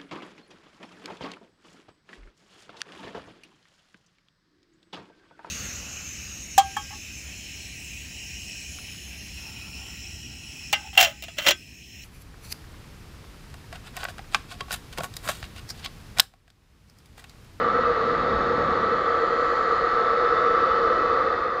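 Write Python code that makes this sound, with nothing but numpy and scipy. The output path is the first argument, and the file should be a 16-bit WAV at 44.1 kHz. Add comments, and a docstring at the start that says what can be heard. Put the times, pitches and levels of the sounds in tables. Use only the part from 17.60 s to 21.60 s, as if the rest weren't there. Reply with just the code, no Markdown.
"""A small electric blower on a workbench, heard from a camera microphone within reach of its air.
From the start, air roars through the housing and hisses out of the outlet, with one steady blade tone.
For the first second and a half a hand in the stream adds a low flutter, and at about 0.8 s it turns a
puff onto the microphone. Around 2 s a thin high hiss swells and fades. Near the end the speed is turned
down and the fan begins to coast: the tone sinks and dies away, and the roar and hiss ease off."""
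import sys
import numpy as np
from scipy import signal
from scipy.fft import rfft, irfft, next_fast_len
from scipy.io import wavfile
from scipy.ndimage import uniform_filter1d, map_coordinates

SR = 44100
rng = np.random.default_rng(int(sys.argv[2]) if len(sys.argv) > 2 else 0)


def wav_out(sig):
    """Save sig, one row per channel (or a flat mono array), as 16-bit PCM at SR to the path in sys.argv[1]."""
    wavfile.write(sys.argv[1], SR, np.round(np.clip(np.atleast_2d(sig).T, -1, 1) * 32767).astype(np.int16))


N = 176400

# how near the blower sounds at the microphone (time [s], level [dB])
NEARNESS = [(0, 0.17), (.8, -0.62), (1.6, 0), (2.4, 1), (2.9, 1.4), (3.3, 0.7), (3.6, 0.5), (4, .2)]


def amp(db):
    """Decibels to gain."""
    return 10 ** (np.asarray(db) / 20)


def unit(x):
    """Scale to rms 1."""
    return x / np.sqrt(np.mean(x ** 2) + 1e-20)


def along(points, hz):
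    """Read (frequency, value) points at hz, on a log axis."""
    freqs, values = np.transpose(points)
    return np.interp(np.log(hz + 1), np.log(freqs + 1), values)


def curve(rows):
    """Join (time, value) points, one value per sample."""
    return np.interp(np.arange(N) / SR, *np.transpose(rows))


def wobble(per_s):
    """A smooth random curve with per_s knots a second."""
    knots = rng.standard_normal(int(N * per_s / SR) + 4)
    return map_coordinates(knots, [np.arange(N) * per_s / SR])


def filtered(x, response):
    """Filter x by a gain given as a function of frequency."""
    size = next_fast_len(N + SR // 2)
    return irfft(rfft(x, size) * response(np.fft.rfftfreq(size, 1 / SR)), size)[:N]


def rush(spectrum):
    """Noise of rms 1 with the given colour."""
    return unit(filtered(rng.standard_normal(N), lambda hz: amp(along(spectrum, hz))))


def ringing(modes):
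    """Noise of rms 1 in a set of steep-sided resonances."""
    def gain(hz):
        peaks = (amp(db) / (1 + 2 * ((hz - centre) / width) ** 2) for centre, width, db in modes)
        return np.sqrt(sum(peak ** 2 for peak in peaks))
    return unit(filtered(rng.standard_normal(N), gain))


def notches(dips, hz):
    """Gain of a set of narrow dips."""
    return amp(-sum(db * np.exp(-(2 * (hz - centre) / width) ** 2) for centre, width, db in dips))


def patchy(x, depth_db):
    """Shift the colour of x slowly, band by band."""
    bands = signal.stft(x, nperseg=512)[2]
    drift = uniform_filter1d(rng.standard_normal(bands.shape), size=3, axis=0)  # across frequency
    drift = uniform_filter1d(drift, size=130, axis=1)  # across time
    return signal.istft(bands * amp(depth_db * unit(drift)), nperseg=512)[1][:N]


def blower_gain(speed, db_per_decade, nearness):
    """Gain at the microphone: a power law of fan speed, and a multiple of the nearness level."""
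    return amp(nearness * curve(NEARNESS) + db_per_decade * np.log10(speed))


def roar():
    """Turbulence in the fan, part of it ringing in the housing; its hum and howl each swell a little."""
    # resonances of the housing (frequency [Hz], width [Hz], level [dB])
    housing = [(370, 77, -18), (476, 40, -0.5), (515, 34, -9), (553.6, 14, -11), (607, 30, -16.5),
               (653, 70, -17.5), (736.4, 30, -14.5), (873, 41, -14.5), (1174.7, 70.5, -3), (1255, 108, -6),
               (1437, 150, -15.5), (1710, 82, -19), (1890, 92, -21.5), (1927, 34, -15)]
    # broad turbulence inside the fan (frequency [Hz], spectral level [dB])
    turbulence = [(8, -26.5), (25, -5), (65, -1), (125, -8), (230, -4), (340, 0.5), (650, -1.5), (950, -4),
                  (1550, -3), (1950, -3), (2150, -8), (2400, -19.5), (3000, -31.5), (6000, -65.5)]
    # narrow cancellations in the roar (frequency [Hz], width [Hz], depth [dB])
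    hollows = [(425.4, 20, 13.5), (582, 9.9, 12), (777, 45, 3), (880, 55, 2.5)]
    # low hum of the housing against the rest of the roar (time [s], level [dB])
    hum_swell = [(0, 0), (.7, 1.4), (1.6, 1), (1.9, -1.5), (2.6, -1.5), (3.05, 0.5), (3.5, 0.5), (4, -0.5)]
    # howl round the blade tone against the rest of the roar (time [s], level [dB])
    howl_swell = [(0, 0.6), (.4, -0.5), (.8, -1.5), (1.4, 0), (1.9, -.8), (2.5, -1), (2.9, 1.1), (3.3, .8),
                  (3.65, 0.5), (4, 2)]
    hum_below_hz, howl_hz, howl_half_width_hz = 590, 1220, 200
    air = amp(-23.5) * ringing(housing) + amp(-32.5) * rush(turbulence)
    air = filtered(air, lambda hz: notches(hollows, hz))
    hum = filtered(air, lambda hz: 1 / (1 + (hz / hum_below_hz) ** 10))
    howl = filtered(air, lambda hz: 1 / (1 + ((hz - howl_hz) / howl_half_width_hz) ** 10))
    return air + hum * (amp(curve(hum_swell)) - 1) + howl * (amp(curve(howl_swell)) - 1)


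def jet():
    """The air jet hisses out of the outlet, coloured by its resonances."""
    # hiss of the jet (frequency [Hz], spectral level [dB])
    jet_colour = [(800, -21.5), (2300, -2), (2850, -2.5), (3300, -1), (3700, 1.5), (4250, -1.2), (4600, -2),
                  (4850, -7.5), (5400, -12), (6000, -16.5), (6600, -15.5), (7000, -24), (7400, -20),
                  (8500, -28.5), (9200, -37), (10600, -38.5), (11500, -33), (12800, -47.5), (15000, -45)]
    # resonances of the outlet (frequency [Hz], width [Hz], level [dB])
    outlet = [(2578, 80, 4), (2980, 70, -2), (3130, 100, -4.5), (3515, 150, 2), (4210, 150, -1),
              (4360, 130, -9.5), (4640, 130, -5), (5120, 150, -13.5), (5750, 180, -18), (6530, 280, -19.5)]
    return patchy(amp(-46.5) * rush(jet_colour) + amp(-49) * ringing(outlet), depth_db=1.4)


def blade_tone(speed):
    """The passing blades give one clean, slightly unsteady tone whose pitch follows the fan speed."""
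    blade_hz, drift, flutter_db = 1314.1, .00015, .9
    pitch_hz = blade_hz * speed * (1 + drift * wobble(per_s=6.33))
    phase = 2 * np.pi * np.cumsum(pitch_hz) / SR
    level_db = -29.5 + flutter_db * wobble(per_s=18)
    return np.sqrt(2) * np.sin(phase) * amp(level_db)


def hand():
    """The stream flutters round a hand held in it and whistles faintly at the fingers."""
    # strength of the flutter (time [s], level [dB])
    flutter_level = [(0, -36.5), (.15, -38), (.29, -35), (.36, -45.5), (.45, -36), (.8, -33.5),
                     (1.2, -34.5), (1.37, -43), (1.5, -60), (4, -88.5)]
    # air breaking round the hand (frequency [Hz], spectral level [dB])
    flutter_colour = [(10, -32.5), (35, -12), (75, 1.5), (130, -1), (230, 4.5), (400, -7.5), (600, -12),
                      (900, -1), (1500, -23.5), (5000, -61), (16000, -77.5)]
    # airy whistle at the fingers (frequency [Hz], width [Hz], level [dB])
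    finger_whistle = [(3760, 150, 0), (2300, 77, 0.0029)]
    flutter = rush(flutter_colour) + amp(-18.5) * ringing(finger_whistle)
    return flutter * amp(curve(flutter_level))


def puff(at_s, spread_s):
    """The hand turns one puff of air onto the microphone: a brief low rumble."""
    # wind on the microphone (frequency [Hz], spectral level [dB])
    puff_colour = [(8, -15), (25, -11), (70, -1), (130, -13), (600, -60), (5000, -110)]
    swell = np.exp(-.5 * ((np.arange(N) / SR - at_s) / spread_s) ** 2)
    return amp(-36.5) * swell * rush(puff_colour)


def high_hiss():
    """A thin band of high hiss from the outlet swells mid-way and fades."""
    # swell of the high hiss (time [s], level [dB])
    hiss_level = [(0, -78.5), (1.2, -75), (1.6, -69), (1.9, -64.5), (2.3, -70), (2.7, -83), (4, -98)]
    # its peaks (frequency [Hz], width [Hz], level [dB])
    hiss_peaks = [(7030, 650, 2), (8250, 400, -9)]
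    return amp(curve(hiss_level)) * ringing(hiss_peaks)


def fan_speed(coast_at_s, decay_per_s):
    """Share of full speed: steady, then falling exponentially as the fan coasts."""
    return np.exp(-decay_per_s * np.maximum(np.arange(N) / SR - coast_at_s, 0))


def scene():
    """The blower on the bench and the hand in front of it, in mono at the microphone."""
    speed = fan_speed(coast_at_s=3.573, decay_per_s=.2)
    body = roar() * blower_gain(speed, db_per_decade=113, nearness=1)
    hiss = (jet() + high_hiss()) * blower_gain(speed, db_per_decade=136, nearness=.7)
    buffeting = hand() + puff(at_s=.765, spread_s=.03)
    tone = blade_tone(speed) * blower_gain(speed, db_per_decade=519, nearness=2.4)
    return (body + hiss + buffeting + tone)[None]


def record(dry):
    """A small camera microphone: a notch in the treble, faint self-noise and a band limit."""
    # treble notch of the microphone (frequency [Hz], width [Hz], depth [dB])
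    mic_notch = [(7920, 480, 22)]
    self_noise_db, top_hz = -77, 15720
    heard = filtered(dry[0], lambda hz: notches(mic_notch, hz))
    heard += amp(self_noise_db) * rng.standard_normal(N)
    return filtered(heard, lambda hz: hz < top_hz)[None]


dry = scene()
out = record(dry)
wav_out(out)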